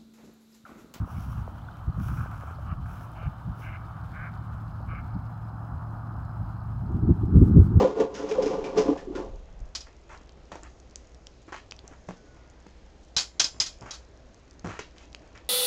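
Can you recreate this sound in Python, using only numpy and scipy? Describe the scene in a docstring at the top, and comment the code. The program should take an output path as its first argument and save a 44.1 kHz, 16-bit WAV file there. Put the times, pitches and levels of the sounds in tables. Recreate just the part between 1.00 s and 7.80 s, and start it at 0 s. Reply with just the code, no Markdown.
"""Ducks leaving a farm pond

Heard from the bank, ducks patter off the water with slaps and spray, then quack as they climb away,
each quack a rasping pulse train that rings the throat. A far engine drones under the murmur of open
country; a jacket sleeve swishes and small plips sound close by. Wind nudges the microphone throughout
and buffets it hard in the last second."""
import sys
import numpy as np
from scipy import signal
from scipy.fft import rfft, irfft
from scipy.io import wavfile
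from scipy.ndimage import uniform_filter1d, minimum_filter1d

SR = 44100
rng = np.random.default_rng(int(sys.argv[2]) if len(sys.argv) > 2 else 0)


def wav_record(signal):
    """Record a signal, one row per channel, as 16-bit PCM in the file named by sys.argv[1]."""
    frames = np.transpose(np.atleast_2d(signal))
    bounded = np.clip(frames, -1, 1)
    # unit amplitude maps onto the largest positive 16-bit level
    quanta = np.round(bounded * 32767).astype(np.int16)
    wavfile.write(sys.argv[1], SR, quanta)


N = 299880
TIME = np.arange(N) / SR


def undb(db):
    """Decibels to gain."""
    return 10 ** (np.asarray(db) / 20)


def unit(x):
    """Scale to rms 1."""
    return x / np.sqrt(np.mean(x ** 2) + 1e-20)


def curve(rows):
    """A fader ride: (time, level) points joined by straight lines."""
    return np.interp(TIME, *np.transpose(rows))


def since(start):
    """Seconds gone by since a moment, 0 before it."""
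    return np.maximum(TIME - start, 0)


def swell(peak_s, db, half_s):
    """The bell-shaped envelope of a push of air."""
    return undb(db) * np.exp(-.5 * ((TIME - peak_s) / half_s) ** 2)


def colour(x, points):
    """EQ by a (Hz, dB) spectrum; the result has rms 1."""
    hz, db = np.transpose(points)
    bins = np.maximum(np.arange(N // 2 + 1) * SR / N, 1)
    gain = undb(np.interp(np.log(bins), np.log(hz), db))
    return unit(irfft(rfft(x) * gain, N))


def tilted(points, db_per_octave):
    """A spectrum made brighter or duller."""
    return [(hz, db + db_per_octave * np.log2(hz)) for hz, db in points]


def resonate(x, hz, width_hz):
    """Two-pole resonance, gain 1 at its centre."""
    return signal.lfilter(*signal.iirpeak(hz, hz / width_hz, fs=SR), x)


def passband(order, edges_hz):
    """The sections of a band-pass filter."""
    return signal.butter(order, edges_hz, "bandpass", fs=SR, output="sos")


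def noise():
    """White noise."""
    return rng.standard_normal(N)


def walk(rate):
    """Smooth random wander with spread 1."""
    span = max(int(SR / rate), 1)
    smoothed = uniform_filter1d(noise(), span, mode="wrap")
    return unit(uniform_filter1d(smoothed, span, mode="wrap"))


def grains(rate, spread_db):
    """Random tiny impacts of uneven size, about `rate` a second."""
    sizes = undb(spread_db * np.minimum(rng.exponential(size=N), 4))
    return unit((rng.random(N) < rate / SR) * sizes * noise())


def traffic(gain_db=4, flutter_db=1.0):
    """The murmur of far roads, hollowed near 450 Hz by the ground."""
    # the murmur's rise and fall (time [s], level [dB])
    ride = [(0, -54), (.6, -52), (1.0, -54.5), (2.2, -52), (3.7, -52.5), (4.5, -49), (5.3, -49),
            (5.7, -50.5), (6.1, -49), (6.8, -53.5)]
    # its spectrum (frequency [Hz], level [dB])
    spectrum = [(25, -17), (60, 13), (120, 1.5), (200, 4), (300, -0.5), (440, -15), (560, -9.5), (720, 0),
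                (900, -1), (1100, -7), (1500, -15.5), (2000, -35), (3000, -47.5)]
    return colour(noise(), spectrum) * undb(curve(ride) + gain_db + flutter_db * walk(23))


def trees(flutter_db=1.0):
    """Wind in bare trees: a soft midrange rush."""
    # the rush's rise and fall (time [s], level [dB])
    ride = [(0, -49), (.6, -54), (1.1, -50), (2.0, -53), (3.0, -49), (4.4, -52), (5.2, -49), (6.0, -54.5),
            (6.8, -53)]
    # its spectrum (frequency [Hz], level [dB])
    spectrum = [(400, -22), (800, -7.5), (1050, -5), (1230, 0), (1480, -7), (1750, -18.5), (2000, -30.5),
                (3000, -48), (6000, -68.5)]
    return colour(noise(), spectrum) * undb(curve(ride) + flutter_db * walk(25))


def grass(flicker_db=1.43):
    """Dry grass gives a grainy hiss and a fine, high crackle."""
    # the hiss's rise and fall (time [s], level [dB])
    hiss_ride = [(0, -62), (3.4, -63.5), (4.5, -67), (6.8, -66)]
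    # its spectrum (frequency [Hz], level [dB])
    hiss_spectrum = [(1000, 9), (2200, 1), (3100, 1), (3700, -4), (5000, -8), (6500, -8.5), (9000, -12.5),
                     (15500, -12.5)]
    # the crackle's rise and fall (time [s], level [dB])
    crackle_ride = [(4.2, -80), (4.7, -85.5), (5.3, -79), (5.9, -83), (6.3, -85.5)]
    hiss = colour(noise() + 0.49 * grains(rate=2600, spread_db=5.0), hiss_spectrum)
    hiss *= undb(curve(hiss_ride) + flicker_db * walk(50))
    stalks = grains(rate=120, spread_db=-2.5)
    crackle = colour(stalks, [(2500, -29), (3600, -3), (4400, 6), (5200, -2.5), (6200, -25.0)])
    return hiss + crackle * undb(curve(crackle_ride))


def thin_tones(flicker_db=1.2, fade_s=.16):
    """Narrow, flickering bands of noise high above the murmur."""
    # faint tones over the fields (centre [Hz], width [Hz], start [s], end [s], level [dB])
    bands = [(3060, 170, 0.095, 3.62, -78.5), (3600, 250, 1.8, 3.6, -81), (4070, 180, 0, 6.8, -84.5),
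             (5040, 200, 1, 6.8, -84)]
    out = 0
    for hz, width, start, end, db in bands:
        gate = np.clip(np.minimum(TIME - start, end - TIME) / fade_s, 0, 1)
        tone = unit(resonate(resonate(noise(), hz, width), hz, width))
        out += tone * gate * undb(db + flicker_db * walk(23))
    return out


def engine(drift=0.003985):
    """A far engine's drone grows louder, its partials drifting slightly in pitch together."""
    # the drone's build (time [s], level [dB])
    ride = [(0, -50.5), (2.2, -46.5), (2.8, -42.5), (3.4, -40), (4.3, -39), (5.1, -37.5), (5.8, -38.5),
            (6.8, -25.5)]
    # its partials (frequency [Hz], level [dB])
    partials = [(111.2, 3.5), (152.5, -4.5), (180.5, -10), (234, -18), (292, -29), (331, -32)]
    drifting_time = np.cumsum(1 + drift * walk(1.247)) / SR
    drone = sum(undb(db) * np.sin(2 * np.pi * hz * drifting_time) for hz, db in partials)
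    return drone * undb(curve(ride))


def pips(start_s=0.41, end_s=0.84, per_s=26, hz=3400, level_db=-68.5):
    """A faint, quick run of unsteady whistles, perhaps a small bird."""
    beat = np.sin(np.pi * np.cumsum(per_s * (1 + 0.18 * walk(15))) / SR) ** 4
    tone = np.sin(2 * np.pi * np.cumsum(hz * (1 + 0.087 * walk(400))) / SR)
    gate = np.clip(np.minimum(TIME - start_s, end_s - TIME) * per_s, 0, 1)
    return tone * beat * gate * undb(level_db + 4.5 * walk(20))


def eddies(spectrum):
    """Turbulence of even strength, so that the wind speed alone sets its level."""
    swirl = colour(noise(), spectrum)
    power = signal.fftconvolve(swirl ** 2, np.hanning(1800) / 900, "same")
    return unit(swirl / np.sqrt(power + 0.021))


def breeze(gain_db=-1, dull_db_per_octave=-4, waver_db=2.5):
    """Slow air makes large, dull eddies on the microphone; sharp puffs mix in smaller ones."""
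    # the steady breeze (time [s], level [dB])
    ride = [(0, -42), (.45, -38), (.7, -43), (1.2, -37.5), (1.5, -37), (2.1, -41.5), (2.75, -37.5),
            (3.1, -43), (3.9, -37), (5.0, -43.5), (5.8, -34)]
    # spectrum of the small eddies (frequency [Hz], level [dB])
    spectrum = [(18, -51), (30, -19.5), (55, -3), (88, 2), (125, -2), (180, -7.5), (250, -18.5),
                (330, -24.5), (480, -45.5), (640, -56), (2000, -77)]
    # puffs of air (time [s], level [dB], half length [s], share of large eddies [0-1])
    puffs = [(.022, -25, 0.019, .05), (.165, -30.5, 0.027, 0.076), (.3, -33.5, 0.034, .2),
             (.4, -34, 0.033, 0.17), (0.888, -20, 0.011, 0.33), (1.004, -29, 0.036, 0.22),
             (1.12, -28, 0.045, 0.68), (1.22, -27, 0.019, 0.41), (1.726, -26, 0.0069, 0.067),
             (1.81, -33.5, 0.035, 1), (2.273, -25.5, 0.011, 0.85), (2.488, -30.5, 0.028, 0.99),
             (3.55, -32.5, 0.018, 0.79), (3.89, -33.5, 0.019, 0.8), (4.165, -29, 0.018, 0.95),
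             (4.75, -32, 0.029, 1), (5.417, -30.5, .016, 1.0)]
    dull = tilted(spectrum, dull_db_per_octave)
    out = eddies(dull) * undb(curve(ride) + gain_db + waver_db * walk(14))
    large, small = eddies(dull), eddies(spectrum)
    for peak_s, db, half_s, share in puffs:
        out += (np.sqrt(share) * large + np.sqrt(1 - share) * small) * swell(peak_s, db, half_s)
    return out


def buffet_hiss(force, full_at_db=-7.5, hold_s=0.068, level_db=-62.5):
    """A faint, bright hiss comes in during the hardest buffets and for a moment after them."""
    hold = int(hold_s * SR)
    held_peak = -minimum_filter1d(-force, hold, origin=(hold - 1) // 2)
    opened = np.minimum(held_peak / undb(full_at_db), 1) ** 6
    hiss = colour(noise(), [(1000, 1.5), (2500, -5.5), (6000, -9.0), (15000, -12.5)])
    return hiss * opened * undb(level_db)


def wind(ceiling=.85, rumble_hz=(26, 680)):
    """The breeze rumbles on the microphone, then a gust tears smaller eddies off its port."""
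    # the body of the gust (time [s], level [dB])
    ride = [(5.6, -79), (5.9, -28), (6.2, -35), (6.36, -18), (6.6, -26.5), (6.69, -26), (6.8, -21.5)]
    # its buffets (time [s], level [dB], half length [s])
    buffets = [(5.951, -21.5, 0.0094), (6.041, -19.5, .012), (6.102, -11.5, 0.016), (6.24, -18.5, 0.0064),
               (6.37, -8, .016), (6.426, -6.5, 0.01), (6.51, -13.5, 0.0089), (6.587, -5, 0.025),
               (6.771, -9, 0.01)]
    # its spectrum (frequency [Hz], level [dB])
    spectrum = [(18, -47), (30, -19.5), (55, -2), (88, 4.5), (125, -6.5), (180, -5), (250, -10.5),
                (330, -14.5), (410, -23.5), (500, -38), (640, -51), (2000, -72), (4000, -103.5)]
    light_air = breeze()
    body = undb(curve(ride)) * (TIME > ride[0][0])
    force = np.sqrt(body ** 2 + sum(swell(*row) ** 2 for row in buffets))
    # the diaphragm gives less and less as the pressure nears full scale
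    gust = ceiling * np.tanh(eddies(spectrum) * force / ceiling)
    rumble = signal.sosfiltfilt(passband(4, rumble_hz), light_air + gust, padtype=None)
    return rumble + buffet_hiss(force)


def ticks(decay_s=.0012):
    """Short dry snaps of cloth or grass."""
    # faint snaps near the microphone (time [s], level [dB], centre [Hz])
    snaps = [(1.314, -52, 12000), (1.378, -50, 7040), (2.117, -51, 9700), (4.255, -58, 8000),
             (4.908, -56, 7000), (5.252, -55, 6500), (5.919, -58, 6950), (6.256, -55, 6000)]
    out, age = np.zeros(N), TIME[:SR // 50]
    for start, db, hz in snaps:
        burst = rng.standard_normal(len(age)) * np.exp(-age / decay_s)
        first = int(start * SR)
        out[first:first + len(age)] += undb(db) * resonate(burst, hz, hz / 2)
    return out


def sleeve(gain_db=3, uneven_db=-1.5, attack_s=0.071, release_s=.035, settle_db=-7.5, settle_s=0.22):
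    """Threads catch and slip in a fine hiss; each stroke speeds up, holds and dies as the cloth settles."""
    # strokes of the sleeve (start [s], length [s], level [dB], tilt [dB/octave])
    rubs = [(0.04, 0.32, -64.5, 0.8), (0.963, 0.26, -62, 1.8), (1.28, 0.1, -71.5, -0.5),
            (1.827, 0.21, -68, 2), (2.538, 0.11, -66.5, 1)]
    # spectrum of the cloth (frequency [Hz], level [dB])
    spectrum = [(1200, -10), (2400, 10), (3200, 8.5), (4200, -5), (5600, 7), (7000, -1.5), (8800, -6),
                (10000, 2), (12000, -1.5), (15000, 0.5)]
    threads, out = grains(rate=14000, spread_db=2.5), 0
    for start, length, db, tilt in rubs:
        after = since(start + length)
        release = np.maximum(np.exp(-after / release_s), undb(settle_db) * np.exp(-after / settle_s))
        speed = np.minimum(since(start) / attack_s, 1) * release
        out += colour(threads, tilted(spectrum, tilt)) * speed * undb(db)
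    return out * undb(gain_db + uneven_db * walk(25))


def plips():
    """Small plips close by, each a few cycles of a quickly falling tone."""
    # downward sweeps (time [s], level [dB], from [Hz], to [Hz], length [s])
    sweeps = [(0.075, -37.5, 980, 298, 0.0037), (0.327, -35, 1310, 1170, 0.0052),
              (0.476, -31.5, 1600, 310, 0.006), (.685, -36, 1490, 1380, 0.0061),
              (0.973, -41, 1010, 330, 0.0049), (1.259, -33, 1120, 350, 0.0029),
              (1.435, -33.5, 870, 390, 0.0024), (1.509, -38, 795, 294, 0.0041),
              (1.585, -43, 646, 520, 0.013), (2.229, -37, 790, 298, 0.0038), (2.596, -37, 696, 277, 0.0027),
              (3.803, -40, 890, 347, 0.0058), (3.933, -38, 950, 268, 0.0044)]
    out = np.zeros(N)
    for start, db, from_hz, to_hz, length in sweeps:
        progress = np.linspace(0, 1, int(length * SR))
        phase = 2 * np.pi * np.cumsum(from_hz * (to_hz / from_hz) ** progress) / SR
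        first = int(start * SR)
        out[first:first + len(phase)] += undb(db) * np.sin(np.pi * progress) * np.sin(phase)
    return out


def splashes(slap_db=-2, spray_db=-10, spray_peak_s=0.04):
    """Each stroke slaps the water and throws up a cloud of drops that fall back on the pond."""
    # feet and wings striking the water (time [s], level [dB], slap decay [s])
    strokes = [(1.0, -42, 0.0097), (1.084, -37, .017), (1.132, -50, 0.014), (1.173, -37, 0.017),
               (1.233, -39.5, 0.0066), (1.313, -43.5, 0.04), (1.41, -42, 0.021), (1.472, -42, 0.032),
               (1.858, -39.5, 0.0078), (1.885, -54, .008), (1.918, -58, 0.007), (1.969, -45, .012),
               (2.01, -48, 0.016)]
    # spectrum of the splashing (frequency [Hz], level [dB])
    spectrum = [(300, -24), (600, -13), (950, -7), (1250, 0.5), (1520, -2), (1900, -24.5), (2400, -19),
                (4000, -48), (7500, -35.5), (12000, -57)]
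    slap_gain, spray_power = np.zeros(N), np.zeros(N)
    age = TIME[:SR // 2]
    landing = age / spray_peak_s * np.exp(1 - age / spray_peak_s)
    for start, db, decay in strokes:
        first = int(start * SR)
        slap_gain[first:first + len(age)] += undb(db + slap_db) * np.exp(-age / decay)
        spray_power[first:first + len(age)] += (undb(db + spray_db) * landing) ** 2
    spray = colour(grains(rate=2300, spread_db=3.5), spectrum) * np.sqrt(spray_power)
    return spray + colour(noise(), spectrum) * slap_gain


def throat(source, tuning, strengths_db, flutters, flutter_db=0.3, leak_hz=(1720, 2150), leak_db=-10.5):
    """Throat and bill ring in five bands; a little sound leaks between the third and the fourth."""
    # resonances of throat and bill (centre [Hz], width [Hz])
    formants = [(720, 190), (1250, 280), (1590, 205), (2220, 345), (2820, 350)]
    voice = signal.sosfilt(passband(2, leak_hz), source) * undb(leak_db + strengths_db[2])
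    for (hz, width), db, flutter in zip(formants, strengths_db, flutters):
        band = passband(3, [hz * tuning - width / 2, hz * tuning + width / 2])
        voice += signal.sosfilt(band, source * undb(db + flutter_db * flutter))
    return voice


def quack(start, length, top_hz, level_db, rasp, catch_db, tuning, *strengths_db):
    """The syrinx snaps shut once a cycle and lets a puff of air through; both ring the throat."""
    attack_s, release_s, catch_half_s = 0.02, 0.024, .009
    rise_hz_per_s, sag_hz_per_s = 240, 248
    jitter, shimmer_db = .02, -1.0
    on = (TIME >= start) & (TIME <= start + length)
    age = TIME[on] - start
    past_top = age - .68 * length
    pitch = top_hz + np.minimum(rise_hz_per_s * past_top, -sag_hz_per_s * past_top)
    effort = (1 - np.exp(-age / attack_s)) * np.minimum((length - age) / release_s, 1)
    # the voice catches just past mid-call: a brief dip or bump in level
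    effort *= undb(catch_db * np.exp(-.5 * ((age - .6 * length) / catch_half_s) ** 2))
    cycle = (np.cumsum(pitch) / SR).astype(int)
    pitch_scatter, level_scatter, *flutters = rng.standard_normal((64, 2 + len(strengths_db)))[cycle].T
    # rasp makes the cycles uneven and lets more air through
    phase = np.cumsum(pitch * (1 + jitter * rasp * pitch_scatter)) / SR
    snaps = np.diff(np.floor(phase), prepend=0) * undb(shimmer_db * level_scatter)
    air = np.exp(-(phase % 1) / .45) * noise()[:len(phase)]
    source = (1 - rasp) * unit(snaps) + rasp * unit(air)
    out = np.zeros(N)
    out[on] = unit(throat(source, tuning, strengths_db, flutters)) * effort * undb(level_db)
    return out


def ducks():
    """One faint quack before the take-off, then five in flight."""
    # quacks (start [s], length [s], top pitch [Hz], level [dB], rasp [0-1], catch [dB],
    #         throat tuning [ratio], strength of each of the five resonances [dB])
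    calls = [(.14, .06, 168, -57, 0.77, 0, 1, -14, 0, -6, 0, -8),
             (1.656, 0.097, 159.5, -44, 0.87, 2, 0.99, -3, 10, 0, -14, -12),
             (2.145, .145, 175, -48, 0.41, 1.5, 1, 0, 1.5, -2.5, -6, -11.5),
             (2.607, .175, 172.7, -45.5, 0.53, -6, 0.97, 3, 0, 8, 4.5, -2.5),
             (3.128, .174, 177.5, -43.5, .38, 0.5, 0.969, -3, 2, 9.5, -1.5, -24),
             (3.873, .147, 173, -45, 0.59, -1, .99, -22, 6, 3, 0, -12)]
    return sum(quack(*call) for call in calls)


def banks(x, t60_s=1.3, wet_db=-14, predelay_s=0.027):
    """The banks and the tree line scatter a faint, dull tail."""
    age = TIME[:SR]
    tail = noise()[:SR] * undb(-60 * age / t60_s) * (age > predelay_s)
    tail = resonate(tail / np.sqrt(np.sum(tail ** 2)), hz=1600, width_hz=1500)
    return x + undb(wet_db) * signal.fftconvolve(x, tail)[:N]


def scene():
    """A mono mix of dry close sounds, the birds across the water and the country bed."""
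    near = plips() + ticks() + sleeve() + wind()
    birds = banks(ducks() + splashes() + pips())
    bed = engine() + traffic() + trees() + grass() + thin_tones()
    return (near + birds + bed)[None]


def record(dry, top_hz=15750):
    """A steep low-pass cuts the very top."""
    return signal.sosfilt(signal.ellip(10, .2, 80, top_hz, fs=SR, output="sos"), dry)


dry = scene()
out = record(dry)
wav_record(out)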